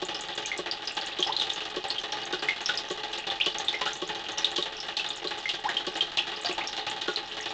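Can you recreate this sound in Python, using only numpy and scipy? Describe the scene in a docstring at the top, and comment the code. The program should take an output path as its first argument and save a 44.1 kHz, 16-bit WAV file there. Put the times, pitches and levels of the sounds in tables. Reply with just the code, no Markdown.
"""Water splashes in a quick, repeating rhythm: a thin stream from a tap turns a model mill in a sink.
Twelve unequal paddles chop the stream into the same pattern of slaps on every turn.
The falling water traps bubbles that plink, gurgle and fizz in the puddle.
The mill stands on foil, and its axle knocks once a turn.
The sink and nearby walls add short echoes, and the room rumbles faintly underneath."""
import sys
import numpy as np
from scipy import signal
from scipy.fft import rfft, irfft, next_fast_len
from scipy.io import wavfile
from scipy.ndimage import map_coordinates

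SR = 44100
rng = np.random.default_rng(int(sys.argv[2]) if len(sys.argv) > 2 else 0)


def transcribe(signal):
    """Save signal, clipped to [-1, 1], as a 16-bit WAV file at the path in sys.argv[1]."""
    frames = np.atleast_2d(signal).T
    limited = np.clip(frames, -1, 1)
    pcm = np.round(limited * 32767).astype(np.int16)
    wavfile.write(sys.argv[1], SR, pcm)


N = 332073

# The wheel turns unevenly. One row a turn: when the stream meets three lead paddles, and the knock.
# Columns: first_paddle_s, second_paddle_s, third_paddle_s, knock_db
WHEEL_TURNS = [(0.017, 0.085, 0.375, -22.5), (0.583, 0.659, 0.968, -23), (1.186, 1.266, 1.559, -22),
               (1.761, 1.84, 2.123, -23.5), (2.325, 2.422, 2.688, -22.5), (2.9, 2.974, 3.267, -22.5),
               (3.459, 3.544, 3.811, -22), (4.016, 4.09, 4.374, -22.5), (4.577, 4.656, 4.985, -21.5),
               (5.242, 5.307, 5.638, -23), (5.866, 5.953, 6.267, -23.5), (6.487, 6.579, 6.865, -23),
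               (7.076, 7.17, 7.457, -21.5)]
# The larger bubbles trapped by falling drops. Columns: start_s, pitch_hz, level_db
BIG_BUBBLES = [(0.146, 5000, -24.5), (0.209, 6530, -24.5), (0.45, 2400, -28), (0.459, 6200, -18.5),
               (0.516, 2080, -20), (0.712, 4610, -16.5), (0.874, 4800, -19), (1.012, 4380, -24.5),
               (1.2035, 6100, -23), (1.2261, 3200, -12), (1.2645, 794, -27), (1.271, 4900, -23),
               (1.365, 4000, -15.5), (1.398, 3660, -15), (1.412, 3480, -17.5), (1.5, 3570, -18.5),
               (1.903, 4210, -15.5), (1.982, 3120, -20), (2.121, 5450, -24.5), (2.333, 1464, -28),
               (2.486, 2093, -13), (2.659, 5280, -15), (2.691, 1460, -21), (2.774, 4830, -16.5),
               (3.301, 3450, -18.5), (3.401, 2430, -21), (3.461, 2940, -14), (3.584, 6140, -19.5),
               (3.683, 3500, -12.5), (3.741, 2070, -21), (3.812, 1010, -29), (3.862, 1360, -27.5),
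               (3.932, 5970, -23), (4.382, 5570, -17.5), (4.445, 3620, -9.5), (4.625, 3700, -17),
               (4.802, 5090, -21.5), (4.9686, 4170, -19.5), (4.995, 2630, -22), (5.063, 3650, -22),
               (5.104, 3530, -23), (5.272, 3920, -20), (5.456, 2075, -20), (5.768, 3090, -15),
               (6.0077, 3125, -12.5), (6.445, 706, -33.5), (6.459, 4550, -17), (6.673, 5340, -19.5),
               (7.08, 1417, -25.5), (7.16, 4020, -16), (7.402, 1920, -29.5)]


def splashing(split_hz=2300):
    """Each slap starts with a smack and a thud, then bursts into a low body and a high spray of drops."""
    slaps = all_slaps()
    starts, body_db, spray_db = slaps.T
    # the stream breaks into blobs and wanders as it falls
    lumps_db = 2 * wobble(per_second=65) - 0.3 * wobble(per_second=3.82)
    body = slap_loudness(starts, body_db - 2.5, fade_s=0.22, attack_s=0.0022)
    thud = slap_loudness(starts, body_db - 1, fade_s=0.026, attack_s=0.0027)
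    spray = slap_loudness(starts, spray_db - 3, fade_s=0.2, attack_s=0.00041)
    smack = slap_loudness(starts, spray_db - 5, fade_s=0.033, attack_s=0.0001)
    low_trickle, high_trickle = amp(lumps_db - 44), amp(lumps_db - 47)
    dips = lull(starts)
    low_drops = dips * np.sqrt(body ** 2 + thud ** 2 + low_trickle ** 2) * impacts(3000, spread_db=4)
    high_drops = dips * np.hypot(spray, high_trickle) * impacts(2200, spread_db=1)
    smack_drops = smack * impacts(6000, spread_db=10)
    low_share = lambda hz: 1 / (1 + (hz / split_hz) ** 8)
    return (splash_tone(low_drops, lambda hz: np.sqrt(low_share(hz)))
            + splash_tone(high_drops, lambda hz: np.sqrt(1 - low_share(hz)))
            + splash_tone(smack_drops, lambda hz: hz))  # tilted towards the treble


def all_slaps():
    """Water hits paddles, spills off the wheel and lands as drops. Columns: start_s, body_db, spray_db."""
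    # Big blobs that splash down off the wheel. Columns: start_s, body_db, spray_db
    spills = [(1.411, -29.5, -25), (1.494, -34, -26.5), (2.686, -37, -25.5), (3.131, -35, -28),
              (3.461, -42, -26), (3.855, -30, -25.5), (4.561, -37, -22), (4.968, -36, -22.5),
              (5.49, -38, -23.5), (6.171, -30, -23), (6.447, -26.5, -28), (6.765, -31, -29),
              (7.013, -42, -27.5)]
    # each drop that traps a big bubble also splats, more quietly than the bubble rings
    splats = [(start_s, db - 25.5, db - 15.5) for start_s, _, db in BIG_BUBBLES]
    return np.vstack([paddle_slaps(), spills, splats])


def paddle_slaps(scatter_db=2.05):
    """Every paddle slaps the stream once a turn. No two blobs of water are alike, so the levels vary."""
    # The twelve unequal paddles. Columns: place_on_rim (0 to 1), body_db, spray_db
    paddles = [(0, -36.5, -29.5), (.137, -28, -32.5), (0.237, -33.5, -34.5), (.318, -39, -38.5),
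               (.398, -35, -35), (0.482, -31.5, -34.5), (.56, -49.5, -46.5), (.638, -30.5, -31),
               (0.719, -30.5, -33), (0.804, -34.5, -35), (.888, -35, -38.5), (.965, -35, -44)]
    # The row numbers of the three paddles timed in WHEEL_TURNS.
    lead_paddles = [0, 1, 7]
    place, body_db, spray_db = np.transpose(paddles)
    lead_s = np.array(WHEEL_TURNS)[:, :-1]
    turn = np.arange(len(WHEEL_TURNS))[:, None]
    end_s = lead_s[-1, 0] + np.mean(np.diff(lead_s[:, 0]))
    lead_places = np.append(turn + place[lead_paddles], len(WHEEL_TURNS))
    starts = np.interp(turn + place, lead_places, np.append(lead_s, end_s))  # the rest fall in between
    size_db = scatter_db * bell_curve(starts.shape)
    return np.stack([starts, body_db + size_db, spray_db + size_db], axis=-1)[starts < N / SR]


def slap_loudness(starts, levels_db, fade_s, attack_s):
    """The loudness of all slaps over time: each rises quickly and dies away by 60 dB in fade_s."""
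    power, t = np.zeros(N), np.arange(SR // 4) / SR
    onset = 1 - np.exp(-t / attack_s)
    for start_s, db in zip(starts, levels_db):
        add(power, start_s, (amp(db - 60 * t / fade_s) * onset) ** 2)
    return np.sqrt(power)


def lull(starts, depth_db=6, length_s=0.0081):
    """The water falls freely just before each slap, so the splashing thins out."""
    dip = np.zeros(N)
    for start_s in starts:
        add(dip, start_s - length_s, np.sqrt(np.linspace(0, 1, int(length_s * SR) + 1)))
    return amp(-depth_db * np.minimum(dip, 1))


def splash_tone(hits, band):
    """Give hits the tone of water in the basin, at about the same power; band picks low or high parts."""
    # How strong the splash is from bass to treble. Columns: pitch_hz, level_db
    splash_shape = [(40, -33), (120, -12.5), (180, -10), (255, -12), (325, -5.5), (500, -6.5),
                    (1000, -13.5), (2200, -9), (3300, 3.5), (4000, 3), (5000, -5), (7000, -13), (8300, -27),
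                    (9500, -63)]
    # Pitches at which the wet wheel and basin ring. Columns: pitch_hz, width_hz, boost_db
    basin_rings = [(345.8, 21, 10.5), (434.3, 8.4, 13.5), (564, 21, 9), (700, 11.6, 15.5), (790, 13, 20.5),
                   (839.3, 12.5, 23.5), (870.4, 9.8, 21), (1170, 16, 4), (1180, 166, 11), (1608, 240, 8),
                   (1893, 120, 11), (2501, 36, 10), (2897, 125, 9), (3405, 840, 3)]

    def gain(hz):
        peaks = sum(amp(db) ** 2 / (1 + (2 * (hz - pitch_hz) / width_hz) ** 2)
                    for pitch_hz, width_hz, db in basin_rings)
        return unit(amp(read_curve(splash_shape, hz)) * np.sqrt(1 + peaks) * band(hz))
    return filtered(hits, gain)


def plinks(attack_s=0.00023, twin_db=-8, twin_ratio=1.117, tick_db=-10, tick_fade_s=0.00032):
    """Each drop ticks and traps a bubble with a smaller twin; small bubbles rise most in pitch."""
    out, t = np.zeros(N), np.arange(SR // 50) / SR
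    bubbles = np.vstack([small_bubbles(), BIG_BUBBLES])
    chance = rng.uniform(0.7, 1.3, (len(bubbles), 2))
    for (start_s, hz, db), (lift, twin_gap) in zip(bubbles, chance):
        length_s = 0.022 * (2995 / hz) ** 1.28  # higher bubbles die sooner
        rise = lift * hz / 12000
        twin = bubble(hz * twin_ratio ** twin_gap, length_s / 2, rise, attack_s)
        tick = amp(db + tick_db - 60 * t / tick_fade_s) * rng.standard_normal(len(t))
        add(out, start_s, amp(db) * bubble(hz, length_s, rise, attack_s))
        add(out, start_s + 0.001 * twin_gap, amp(db + twin_db) * twin)
        add(out, start_s, tick)
    return out


def small_bubbles(count=22, low_hz=6100, high_hz=7300, level_db=-30, spread_db=4.5):
    """Stray drops trap small bubbles at random. Columns: start_s, pitch_hz, level_db."""
    when, pitch, strength = rng.random((count, 3)).T
    starts = (np.arange(count) + when) / count * N / SR
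    hz = low_hz + (high_hz - low_hz) * pitch
    size_db = 20 * np.log10(np.mean(hz) / hz)  # smaller bubbles are higher and fainter
    return np.transpose([starts, hz, level_db + spread_db * (2 * strength - 1) + size_db])


def bubble(hz, length_s, rise, attack_s):
    """A bubble rings; as it nears the surface its pitch climbs and it fades ever faster."""
    t = np.arange(int(length_s * SR) + 2) / SR
    age = t / length_s
    phase = 2 * np.pi * hz * t * (1 + rise * (age - 0.1) / 2)
    fade = amp(-30 * age * (1 + 2 * age))
    return np.sin(phase) * fade * (1 - np.exp(-t / attack_s))


def gurgles(level_db=-1, cycles=23, end_pitch_ratio=1.55):
    """A shrinking pocket of air rings: the note swells and slides up, faster towards its end."""
    # Air pockets that close as they ring. Columns: start_s, start_pitch_hz, level_db
    air_pockets = [(1.281, 731, -27), (1.321, 2940, -23), (3.408, 2510, -15.5), (3.872, 1246, -30.5),
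                   (5.496, 2550, -23.5), (5.644, 731, -24.5), (5.683, 1450, -24.5), (6.185, 2377, -17.5),
                   (6.572, 764, -33), (6.608, 1890, -27)]
    out = np.zeros(N)
    for start_s, start_hz, db in air_pockets:
        length_s, end_hz = cycles / start_hz, end_pitch_ratio * start_hz
        age = np.linspace(0, 1, int(length_s * SR) + 2)
        hz = 1 / ((1 - age) / start_hz + age / end_hz)  # half as wide means twice the pitch
        swell = np.sqrt(4 * age * (1 - age))
        add(out, start_s, amp(db + level_db) * swell * np.sin(2 * np.pi * np.cumsum(hz) / SR))
    return out


def fizz(count=380, level_db=-38, spread_db=6.5, cycles=32):
    """Many tiny bubbles chirp in the water running off the wheel; the smaller, the fainter."""
    out = np.zeros(N)
    pitches_hz = rng.uniform(2400, 7000, count)
    starts = rng.uniform(0, N / SR, count)
    sizes = np.mean(pitches_hz) / pitches_hz
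    gains = sizes * amp(level_db + spread_db * bell_curve(count))
    for start_s, hz, gain in zip(starts, pitches_hz, gains):
        add(out, start_s, gain * bubble(hz, cycles / hz, rise=0.7, attack_s=0.00032))
    return out


def axle_knocks(level_db=-1, attack_s=0.003, rattle_db=-12, rattle_fade_s=0.073,
                rattle_top_hz=1500, low_cut_hz=215):
    """The axle catches and drops back once a turn: the frame rings and the loose gears rattle briefly."""
    # The notes of the mill's frame. Columns: pitch_hz, level_db, fade_s (time to fall by 60 dB)
    frame_notes = [(172.4, -10, 0.1), (353.7, -3.5, 0.077), (369.5, -2.5, 0.12), (429, -2, 0.078),
                   (574, -8.5, 0.085), (830, -19.5, 0.14), (1117, -7, 0.082), (1550, -12.5, 0.045)]
    knocks, shake, t = np.zeros(N), np.zeros(N), np.arange(SR // 4) / SR
    onset = 1 - np.exp(-t / attack_s)
    for turn_s, *_, knock_db in WHEEL_TURNS:
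        start_s = turn_s + 0.00514  # the axle drops just after the first paddle is hit
        ring = sum(amp(db + rng.normal(0, 1) - 60 * t / fade_s) * np.cos(2 * np.pi * hz * t)
                   for hz, db, fade_s in frame_notes)
        add(knocks, start_s, amp(knock_db + level_db) * ring * onset)
        add(shake, start_s, amp(knock_db + rattle_db - 60 * t / rattle_fade_s) * onset)
    gear_clicks = shake * impacts(170, spread_db=5)
    rattle = splash_tone(gear_clicks, lambda hz: 1 / (1 + (hz / rattle_top_hz) ** 2))
    # the knocks carry little bass
    bass_cut = signal.butter(2, low_cut_hz, "highpass", fs=SR, output="sos")
    return signal.sosfilt(bass_cut, knocks + rattle)


def with_echoes(sound, early_db, tail_db, far_db, count=9, far_delay_s=0.022):
    """Sound bounces off the sink's sides and the far wall, and blurs into a short tail."""
    # How long the sink and walls echo. 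Columns: pitch_hz, fade_s (time to fall by 60 dB)
    echo_fades = [(200, 0.55), (900, 0.25), (3000, 0.21), (8000, 0.12)]
    hz, t, noise = signal.stft(rng.standard_normal(SR // 2), SR, nperseg=256)
    fade = amp(-60 * t / read_curve(echo_fades, hz)[:, None])
    tail = signal.istft(noise * fade, SR, nperseg=256)[1]
    tail = np.pad(tail, (SR // 250, 0))  # starts 4 ms late
    early = np.zeros(len(tail))
    bounces = rng.choice([-1, 1], count) / np.sqrt(count)
    delays_s = rng.uniform(0.001, 0.009, count)
    early[(delays_s * SR).astype(int)] = bounces
    echoes = amp(early_db) * early + amp(tail_db) * tail / np.linalg.norm(tail)
    echoes[int(far_delay_s * SR)] += amp(far_db)
    return sound + signal.fftconvolve(sound, echoes)[:N]


def room_rumble(level_db=-61):
    """The room adds a faint, steady, low noise."""
    # How strong the rumble is at each pitch. Columns: pitch_hz, relative_level_db
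    rumble_shape = [(15, -16), (35, -3.5), (60, -13), (110, -15), (250, -13), (1000, -45.5)]
    noise = filtered(rng.standard_normal(N), lambda hz: amp(read_curve(rumble_shape, hz)))
    return amp(level_db) * unit(noise)


def impacts(per_second, spread_db):
    """Tiny hits of unequal size at random moments, scaled to an average power of 1."""
    hit = rng.random(N) < per_second / SR
    size = amp(spread_db * bell_curve(N))
    return unit(hit * size * rng.choice([-1, 1], N))


def wobble(per_second):
    """A smooth curve through per_second random values each second."""
    values = rng.standard_normal(int(N * per_second / SR) + 4)
    return map_coordinates(values, [np.arange(N) * per_second / SR])


def bell_curve(shape):
    """Random numbers, mostly near 0 and never beyond -2 or 2."""
    return np.clip(rng.standard_normal(shape), -2, 2)


def filtered(sound, gain):
    """Turn each pitch up or down by gain(hz)."""
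    size = 2 * next_fast_len(N // 2 + SR // 4)
    hz = np.fft.rfftfreq(size, 1 / SR)
    log_response = irfft(np.log(np.maximum(gain(hz), 1e-6)))
    # fold the filter forward in time, so it rings after a hit and never before
    log_response[1:size // 2] *= 2
    log_response[size // 2 + 1:] = 0
    return irfft(rfft(sound, size) * np.exp(rfft(log_response)))[:N]


def read_curve(points, hz):
    """Read between rows of (pitch_hz, value), giving every octave equal room."""
    pitches_hz, values = np.transpose(points)
    return np.interp(np.log(hz + 1), np.log(pitches_hz), values)


def amp(db):
    """Turn decibels into a number to multiply by."""
    return 10 ** (np.asarray(db) / 20)


def unit(x):
    """Scale to an average power of 1."""
    return x / np.sqrt(np.mean(x ** 2) + 1e-20)


def add(track, start_s, sound):
    """Mix a sound into the track from start_s on."""
    start = int(np.clip(round(start_s * SR), 0, N - 1))
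    track[start:start + len(sound)] += sound[:N - start]


def scene():
    """Water, bubbles and mill sound close together in the sink, over the room's rumble."""
    water = with_echoes(splashing(), early_db=-31.5, tail_db=-11.5, far_db=-23.5)
    bubbles = with_echoes(plinks() + gurgles() + fizz(), early_db=-6, tail_db=-5.5, far_db=-14.5)
    mill = with_echoes(axle_knocks(), early_db=-26.5, tail_db=-18.5, far_db=-19.5)
    return (water + bubbles + mill + room_rumble())[None]


def record(dry):
    """The highest treble is cut off steeply."""
    top_hz = 8500
    return signal.sosfilt(signal.cheby1(12, 0.2, top_hz, fs=SR, output="sos"), dry)


dry = scene()
out = record(dry)
transcribe(out)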